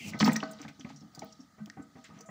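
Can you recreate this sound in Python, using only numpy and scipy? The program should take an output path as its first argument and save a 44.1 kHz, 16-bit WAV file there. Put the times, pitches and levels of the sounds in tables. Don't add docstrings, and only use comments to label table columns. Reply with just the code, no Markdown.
import sys
import numpy as np
from scipy import signal
from scipy.fft import rfft, irfft, next_fast_len
from scipy.io import wavfile
from scipy.ndimage import uniform_filter1d

SR = 44100
rng = np.random.default_rng(int(sys.argv[2]) if len(sys.argv) > 2 else 0)


def waveform_to_disk(signal):
    frames = np.transpose(np.atleast_2d(signal))
    scaled = np.clip(frames, -1, 1) * 32767
    samples = np.round(scaled).astype(np.int16)
    wavfile.write(sys.argv[1], SR, samples)


N = 101429

# time_s, rasp_db, squeak_db
SCRAPE_LEVELS = [(0, -54, -41), (.04, -52.5, -43), (.06, -48.5, -42.5), (.09, -41.5, -43.5),
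                 (.105, -47.5, -49), (.125, -85, -54), (.19, -158, -90), (.21, -110, -110)]
# freq_hz, gain_db
RASP_SPECTRUM = [(300, -8.5), (1500, -15.5), (2500, -15), (4500, -9.5), (7500, -9.5), (10000, -15.5),
                 (15000, -24)]
# freq_hz, gain_db
SQUEAK_SPECTRUM = [(500, -64), (1700, -8), (2100, 17), (2700, 20.5), (3200, 13), (4000, -34), (9000, -58)]
# time_s, level_db
SPRAY_LEVELS = [(0, -57), (.186, -57.5), (.205, -31.5), (.23, -49), (.28, -50), (.31, -45), (.38, -55),
                (.47, -56), (.56, -59.5), (.65, -66), (.75, -65.5), (.88, -62.5), (1.1, -70), (1.24, -59.5),
                (1.5, -71.5), (1.9, -71), (2.06, -62.5), (2.3, -89)]
# start_s, boom_db, slap_db, decay_s
PUSHES = [(.005, -42.5, -81, 0.072), (0.057, -33, -80, 0.068), (0.12, -34.5, -40, 0.038),
          (0.144, -27.5, -33.5, 0.014), (0.203, -22, -17.5, 0.0074), (.22, -18.5, -25.5, 0.019),
          (0.253, -22, -22, 0.016), (.278, -17, -22.5, 0.011), (.313, -25.5, -44, 0.012),
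          (.363, -28.5, -31, 0.0044), (0.427, -31, -22, 0.0068), (.485, -43.5, -45.5, 0.077),
          (0.59, -46.5, -44, 0.038), (0.646, -37.5, -42, 0.014), (0.681, -41.5, -49, 0.019),
          (0.791, -43, -49, 0.01), (0.848, -38, -39.5, 0.02), (0.903, -40.5, -51.5, 0.021),
          (0.946, -50, -63, 0.019), (1.014, -41.5, -58.5, 0.042), (1.135, -62, -50, 0.05),
          (1.174, -40, -52, 0.027), (1.222, -39, -41.5, 0.014), (1.395, -44, -58.5, 0.016),
          (1.581, -48.5, -48, 0.024), (1.666, -41.5, -49, 0.012), (1.769, -38, -42, 0.018),
          (1.795, -38, -41, 0.011), (1.953, -43, -46, 0.025), (2.089, -42.5, -48, 0.043),
          (2.16, -44.5, -51, .04), (2.198, -60, -45, 0.015), (2.286, -39, -36, 0.016)]
# freq_hz, gain_db, t60_s
TANK_MODES = [(138.8, -14, 0.35), (159.9, -7.5, 0.27), (214.6, -1, 0.25), (241.7, -6, 0.14),
              (280, -6, 0.22)]
# freq_hz, gain_db, t60_s
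WALL_MODES = [(476.7, -2, 0.26), (642.4, -7.5, 0.32), (780, -1.5, 0.085), (960, -11, 0.2),
              (1251.3, 1.5, 0.29), (1277, -1, 0.25), (1526.5, 0.5, 0.1), (1996, -8, 0.14)]
# freq_hz, gain_db
THUD_SPECTRUM = [(30, -42), (55, -10), (110, 8.5), (200, 19.5), (280, -5), (360, -25), (800, 3),
                 (2000, -66)]
# freq_hz, gain_db
SLAP_SPECTRUM = [(100, -52), (350, -4.5), (550, 2), (850, 3.5), (1300, 3), (2000, 3.5), (3200, -12),
                 (7000, -78), (16000, -110)]
# start_s, peak_db, pitch_hz, swell_s
AIR_POCKETS = [(0.041, -42, 216, 0.013), (0.059, -45, 148.5, 0.037), (0.068, -42, 98, 0.014),
               (0.111, -34.5, 166, 0.0096), (0.207, -31, 970, 0.003), (0.209, -19.5, 212.3, 0.02),
               (.278, -17, 247, 0.0067), (.278, -13.5, 924, 0.0012), (.301, -30, 211.7, 0.027),
               (.362, -39, 228, 0.0063), (.429, -24, 1130, 0.00074), (.429, -31, 775, .005),
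               (0.429, -34, 280, 0.0096), (0.486, -42.5, 208, 0.02), (0.601, -41.5, 285.5, .01),
               (.649, -40.5, 798, 0.0028), (.796, -44.5, 272, 0.0089), (0.846, -33.5, 206.6, 0.003),
               (0.861, -45.5, 276.3, 0.013), (.902, -39.5, 830, 0.0018), (.925, -46, 145.5, 0.02),
               (1.175, -43, 760, 0.0022), (1.22, -33, 800, 0.0024), (1.225, -42.5, 649, 0.0077),
               (1.391, -45.5, 271, 0.0077), (1.6, -37.5, 208, 0.024), (1.605, -40.5, 158, 0.012),
               (1.772, -45, 773, 0.0053), (1.795, -36.5, 275, 0.0048), (1.966, -54, 275, 0.015),
               (2.248, -55, 658, 0.018)]
# start_s, peak_db, pitch_hz, t60_s
DROP_HITS = [(0.1344, -27.5, 2013, 0.071), (0.194, -39, 6480, 0.035), (.201, -16, 4398, 0.037),
             (0.206, -26.5, 5860, 0.034), (.208, -15, 3040, 0.017), (.221, -32, 4300, 0.022),
             (.228, -12.5, 1956, 0.023), (.244, -21, 5300, 0.044), (0.244, -23, 4540, 0.062),
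             (0.262, -28, 2830, 0.026), (.271, -30, 5430, 0.025), (.276, -18, 2900, 0.0092),
             (.291, -20, 1860, 0.051), (0.317, -35, 8270, 0.045), (.321, -25.5, 2260, 0.024),
             (0.331, -27.5, 7370, 0.046), (.357, -21, 1866, 0.065), (0.3594, -26.5, 3920, 0.017),
             (.3623, -21.5, 5730, 0.026), (.403, -26, 2933, .018), (.429, -26.5, 1566, 0.032),
             (0.434, -32.5, 4360, 0.026), (.5133, -41, 8430, 0.055), (.533, -44, 5970, 0.028),
             (.587, -43, 3800, 0.03), (0.6156, -38.5, 5880, 0.019), (0.649, -37, 1625, 0.038),
             (.679, -36, 2200, 0.028), (0.796, -42.5, 5910, 0.079), (0.8096, -36, 3200, 0.015),
             (0.847, -34.5, 2050, 0.03), (0.96, -44.5, 5720, 0.11), (1.0057, -51, 5310, 0.082),
             (1.149, -39, 4830, 0.036), (1.193, -35.5, 5730, 0.0097), (1.192, -39.5, 4120, 0.013),
             (1.219, -38.5, 2210, 0.034), (1.3242, -42, 5650, 0.036), (1.403, -49, 5500, 0.14),
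             (1.6598, -39.5, 2900, 0.0094), (1.66, -57, 5930, 0.011), (1.6993, -31.5, 1840, 0.022),
             (1.6997, -37.5, 4140, 0.0044), (1.699, -37.5, 5930, 0.008), (1.7346, -55, 2029, 0.15),
             (1.823, -51.5, 7470, .06), (2.043, -42.5, 2046, 0.066), (2.041, -43.5, 7080, 0.037),
             (2.1885, -49.5, 5950, 0.05), (2.2087, -42, 6000, 0.062), (2.259, -50.5, 7080, 0.34)]
# start_s, peak_db, low_cut_hz, t60_s
SPATTER_HITS = [(.19, -29, 920, 0.073), (.239, -27.5, 4500, .035), (.251, -32, 12300, 0.032),
                (0.259, -29, 5000, 0.017), (.278, -30, 3000, 0.045), (.329, -24, 11800, 0.023),
                (0.3628, -25.5, 4120, 0.025), (0.512, -39, 7500, .035), (.615, -41, 3900, 0.029),
                (.684, -52, 2500, 0.021), (1.148, -41, 4000, 0.049), (1.1925, -34, 3970, 0.034),
                (1.245, -42.5, 12100, .015), (1.659, -39.5, 5000, 0.012), (2.206, -42, 4440, 0.031)]
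# freq_hz, gain_db
SPATTER_SPECTRUM = [(500, -9), (2000, -5), (4500, 2.5), (7500, 1), (9500, -7.5), (13000, -15), (15000, -11)]
# start_s, level_db, swell_s
WASHES = [(0.209, -27.5, 0.006), (0.259, -30, 0.0079), (0.587, -52, 0.012), (0.623, -46, 0.0093),
          (0.679, -44, 0.0063), (.804, -51.5, 0.0053), (.888, -48.5, 0.009), (2.04, -49, 0.013),
          (2.13, -59, 0.04)]
# freq_hz, gain_db
WASH_SPECTRUM = [(600, -19), (1300, 1), (2000, 6), (3000, 1.5), (5000, -7), (7500, -11.5), (10000, -27),
                 (15000, -35)]
# freq_hz, t60_s
ROOM_DECAY = [(150, 0.45), (1000, 0.44), (5000, 0.28), (12000, 0.16)]
# freq_hz, gain_db
FLOOR_SPECTRUM = [(25, -27), (60, -4), (130, -5), (220, -2.5), (400, -21.5), (760, -14.5), (1080, -21),
                  (1250, -1.5), (1420, -16), (2000, -13.5), (3500, -53), (7000, -25), (10000, -31),
                  (15000, -39)]
# freq_hz, gain_db
MIC_RESPONSE = [(30, -9.5), (300, 0), (1000, -5.5), (3000, -6.5), (6200, -1), (8500, -7), (11000, -7.5),
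                (13500, -8.5), (15000, 6.5)]


def amp(db):
    return 10 ** (np.asarray(db) / 20)


def unit_rms(x):
    return x / np.sqrt(np.mean(x ** 2) + 1e-20)


def unit_peak(x):
    return x / np.abs(x).max()


def at_hz(points, hz):
    knots_hz, values = np.transpose(points)
    return np.interp(np.log(hz + 1), np.log(knots_hz + 1), values)


def curves(rows):
    time_s, *columns = np.transpose(rows)
    return [np.interp(np.arange(N) / SR, time_s, column) for column in columns]


def filtered(x, response):
    size = next_fast_len(len(x) + 4096)
    return irfft(rfft(x, size) * response(np.fft.rfftfreq(size, 1 / SR)), size)[:len(x)]


def noise(spectrum, size):
    return unit_rms(filtered(rng.standard_normal(size), lambda hz: amp(at_hz(spectrum, hz))))


def flutter(knots_per_s, size):
    return np.interp(np.arange(size) * knots_per_s / SR, np.arange(size), rng.standard_normal(size))


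def add(track, start_s, sound):
    i = max(0, round(start_s * SR))
    track[i:i + len(sound)] += sound[:max(0, N - i)]


def scrape(slips_per_s=350, rough_db=1):
    rasp_db, squeak_db = curves(SCRAPE_LEVELS)
    slip_db = rough_db * flutter(slips_per_s, N)
    rasp = amp(rasp_db + slip_db) * noise(RASP_SPECTRUM, N)
    squeak = amp(squeak_db + slip_db) * noise(SQUEAK_SPECTRUM, N)
    return rasp + squeak


def spray(bubbles_per_s=3500, centre_hz=4495, log_spread=0.628, decay_cycles=15, scatter_db=2.5):
    count, t = int(bubbles_per_s * N / SR), np.arange(SR // 60) / SR
    when, up, down, size = rng.random((count, 4)).T[:, :, None]
    hz = centre_hz * np.exp(log_spread * (up - down))
    gain = amp(-scatter_db * np.log(size + 0.021))
    envelope = np.exp(-t * hz / decay_cycles) * (1 - np.exp(-t / 0.001))
    bubbles = gain * envelope * np.sin(2 * np.pi * hz * t)
    index = (when * N).astype(int) + np.arange(len(t))
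    cloud = np.bincount(index.ravel(), bubbles.ravel(), N)[:N]
    return amp(curves(SPRAY_LEVELS)[0]) * unit_rms(cloud)


def ring(drive, modes, blur_hz=5.8, scatter_db=5):
    t = np.arange(len(drive)) / SR
    steps = rng.standard_normal((len(modes), len(t))) * np.sqrt(2 * np.pi * blur_hz / SR)
    wander_rad = uniform_filter1d(np.cumsum(steps, axis=1), size=300, axis=1)
    response = np.zeros(len(t))
    for (hz, gain_db, t60_s), phase in zip(modes, wander_rad):
        envelope = amp(gain_db + scatter_db * rng.standard_normal() - 60 * t / t60_s)
        response += envelope * np.sin(2 * np.pi * hz * t + phase - phase[0])
    return signal.fftconvolve(drive, response)[:len(t)]


def sloshes(thud_db=-3, wall_db=2.5, rise_share=0.14):
    booms, slaps, t = np.zeros(N), np.zeros(N), np.arange(SR // 3) / SR
    for start_s, boom_db, slap_db, decay_s in PUSHES:
        fade = np.exp(-t / decay_s)
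        push = fade * rng.standard_normal(len(t))
        boom = unit_peak(ring(push, TANK_MODES))
        thud = unit_peak(noise(THUD_SPECTRUM, len(t)) * fade * np.sqrt(t))
        add(booms, start_s, amp(boom_db) * unit_peak(boom + amp(thud_db) * thud))
        rise = 1 - np.exp(-t / (rise_share * decay_s))
        slap = unit_peak(noise(SLAP_SPECTRUM, len(t)) * fade * rise)
        walls = unit_rms(ring(slap, WALL_MODES)) * slap.std()
        add(slaps, start_s, amp(slap_db) * (slap + amp(wall_db) * walls))
    return booms, slaps


def gulps():
    out, t = np.zeros(N), np.arange(SR // 3) / SR
    for start_s, peak_db, pitch_hz, swell_s in AIR_POCKETS:
        envelope = t * np.exp(-t / swell_s)
        add(out, start_s, amp(peak_db) * unit_peak(envelope * np.sin(2 * np.pi * pitch_hz * t)))
    return out


def drops(attack_s=0.00062, pitch_rise=0.049, splat_db=-2, splat_octaves=0.45):
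    out, t = np.zeros(N), np.arange(SR // 6) / SR
    for start_s, peak_db, pitch_hz, t60_s in DROP_HITS:
        glide_hz = pitch_hz * (1 + pitch_rise * np.minimum(t / t60_s, 1))
        bubble = np.sin(2 * np.pi * np.cumsum(glide_hz) / SR)
        band = filtered(rng.standard_normal(len(t)),
                        lambda hz: 1 / (1 + (np.log2((hz + 1) / pitch_hz) / splat_octaves) ** 2) ** 2)
        splat = amp(splat_db) * unit_rms(band)
        envelope = amp(-60 * t / t60_s) * (1 - np.exp(-t / attack_s))
        add(out, start_s, amp(peak_db) * unit_peak(envelope * (bubble + splat)))
    return out


def spatters(attack_s=0.0012, rough_db=4, droplets_per_s=850):
    out, t = np.zeros(N), np.arange(SR // 10) / SR
    for start_s, peak_db, low_cut_hz, t60_s in SPATTER_HITS:
        burst = filtered(noise(SPATTER_SPECTRUM, len(t)), lambda hz: 1 - 1 / (1 + (hz / low_cut_hz) ** 8))
        ragged_db = rough_db * flutter(droplets_per_s, len(t))
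        envelope = amp(ragged_db - 60 * t / t60_s) * (1 - np.exp(-t / attack_s))
        add(out, start_s, amp(peak_db) * unit_peak(burst * envelope))
    return out


def washes():
    out, t = np.zeros(N), np.arange(SR // 3) / SR
    for start_s, level_db, swell_s in WASHES:
        envelope = unit_peak(t * np.exp(-t / swell_s))
        add(out, start_s, amp(level_db) * envelope * noise(WASH_SPECTRUM, len(t)))
    return out


def room(x):
    hz, t, bins = signal.stft(rng.standard_normal(SR * 2 // 3), SR, nperseg=256)
    t60_s = at_hz(ROOM_DECAY, hz)[:, None]
    tail = signal.istft(bins * amp(-60 * t / t60_s), SR)[1]
    return signal.fftconvolve(x, tail / np.linalg.norm(tail))[:N]


def scene(floor_db=-61, room_db=-13.5, low_send_db=0.5):
    floor = amp(floor_db) * noise(FLOOR_SPECTRUM, N)
    booms, slaps = sloshes()
    low = booms + gulps()
    bright = slaps + drops() + spatters() + scrape() + washes() + spray()
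    reverb = amp(room_db) * room(bright + amp(low_send_db) * low)
    return (low + bright + reverb + floor)[None]


def record(dry, low_cut_hz=66, top_hz=15600):
    highpass = signal.butter(4, low_cut_hz, "high", fs=SR, output="sos")
    cut = signal.sosfilt(highpass, dry[0])
    return filtered(cut, lambda hz: amp(at_hz(MIC_RESPONSE, hz)) * (hz < top_hz))[None]


dry = scene()
out = record(dry)
waveform_to_disk(out)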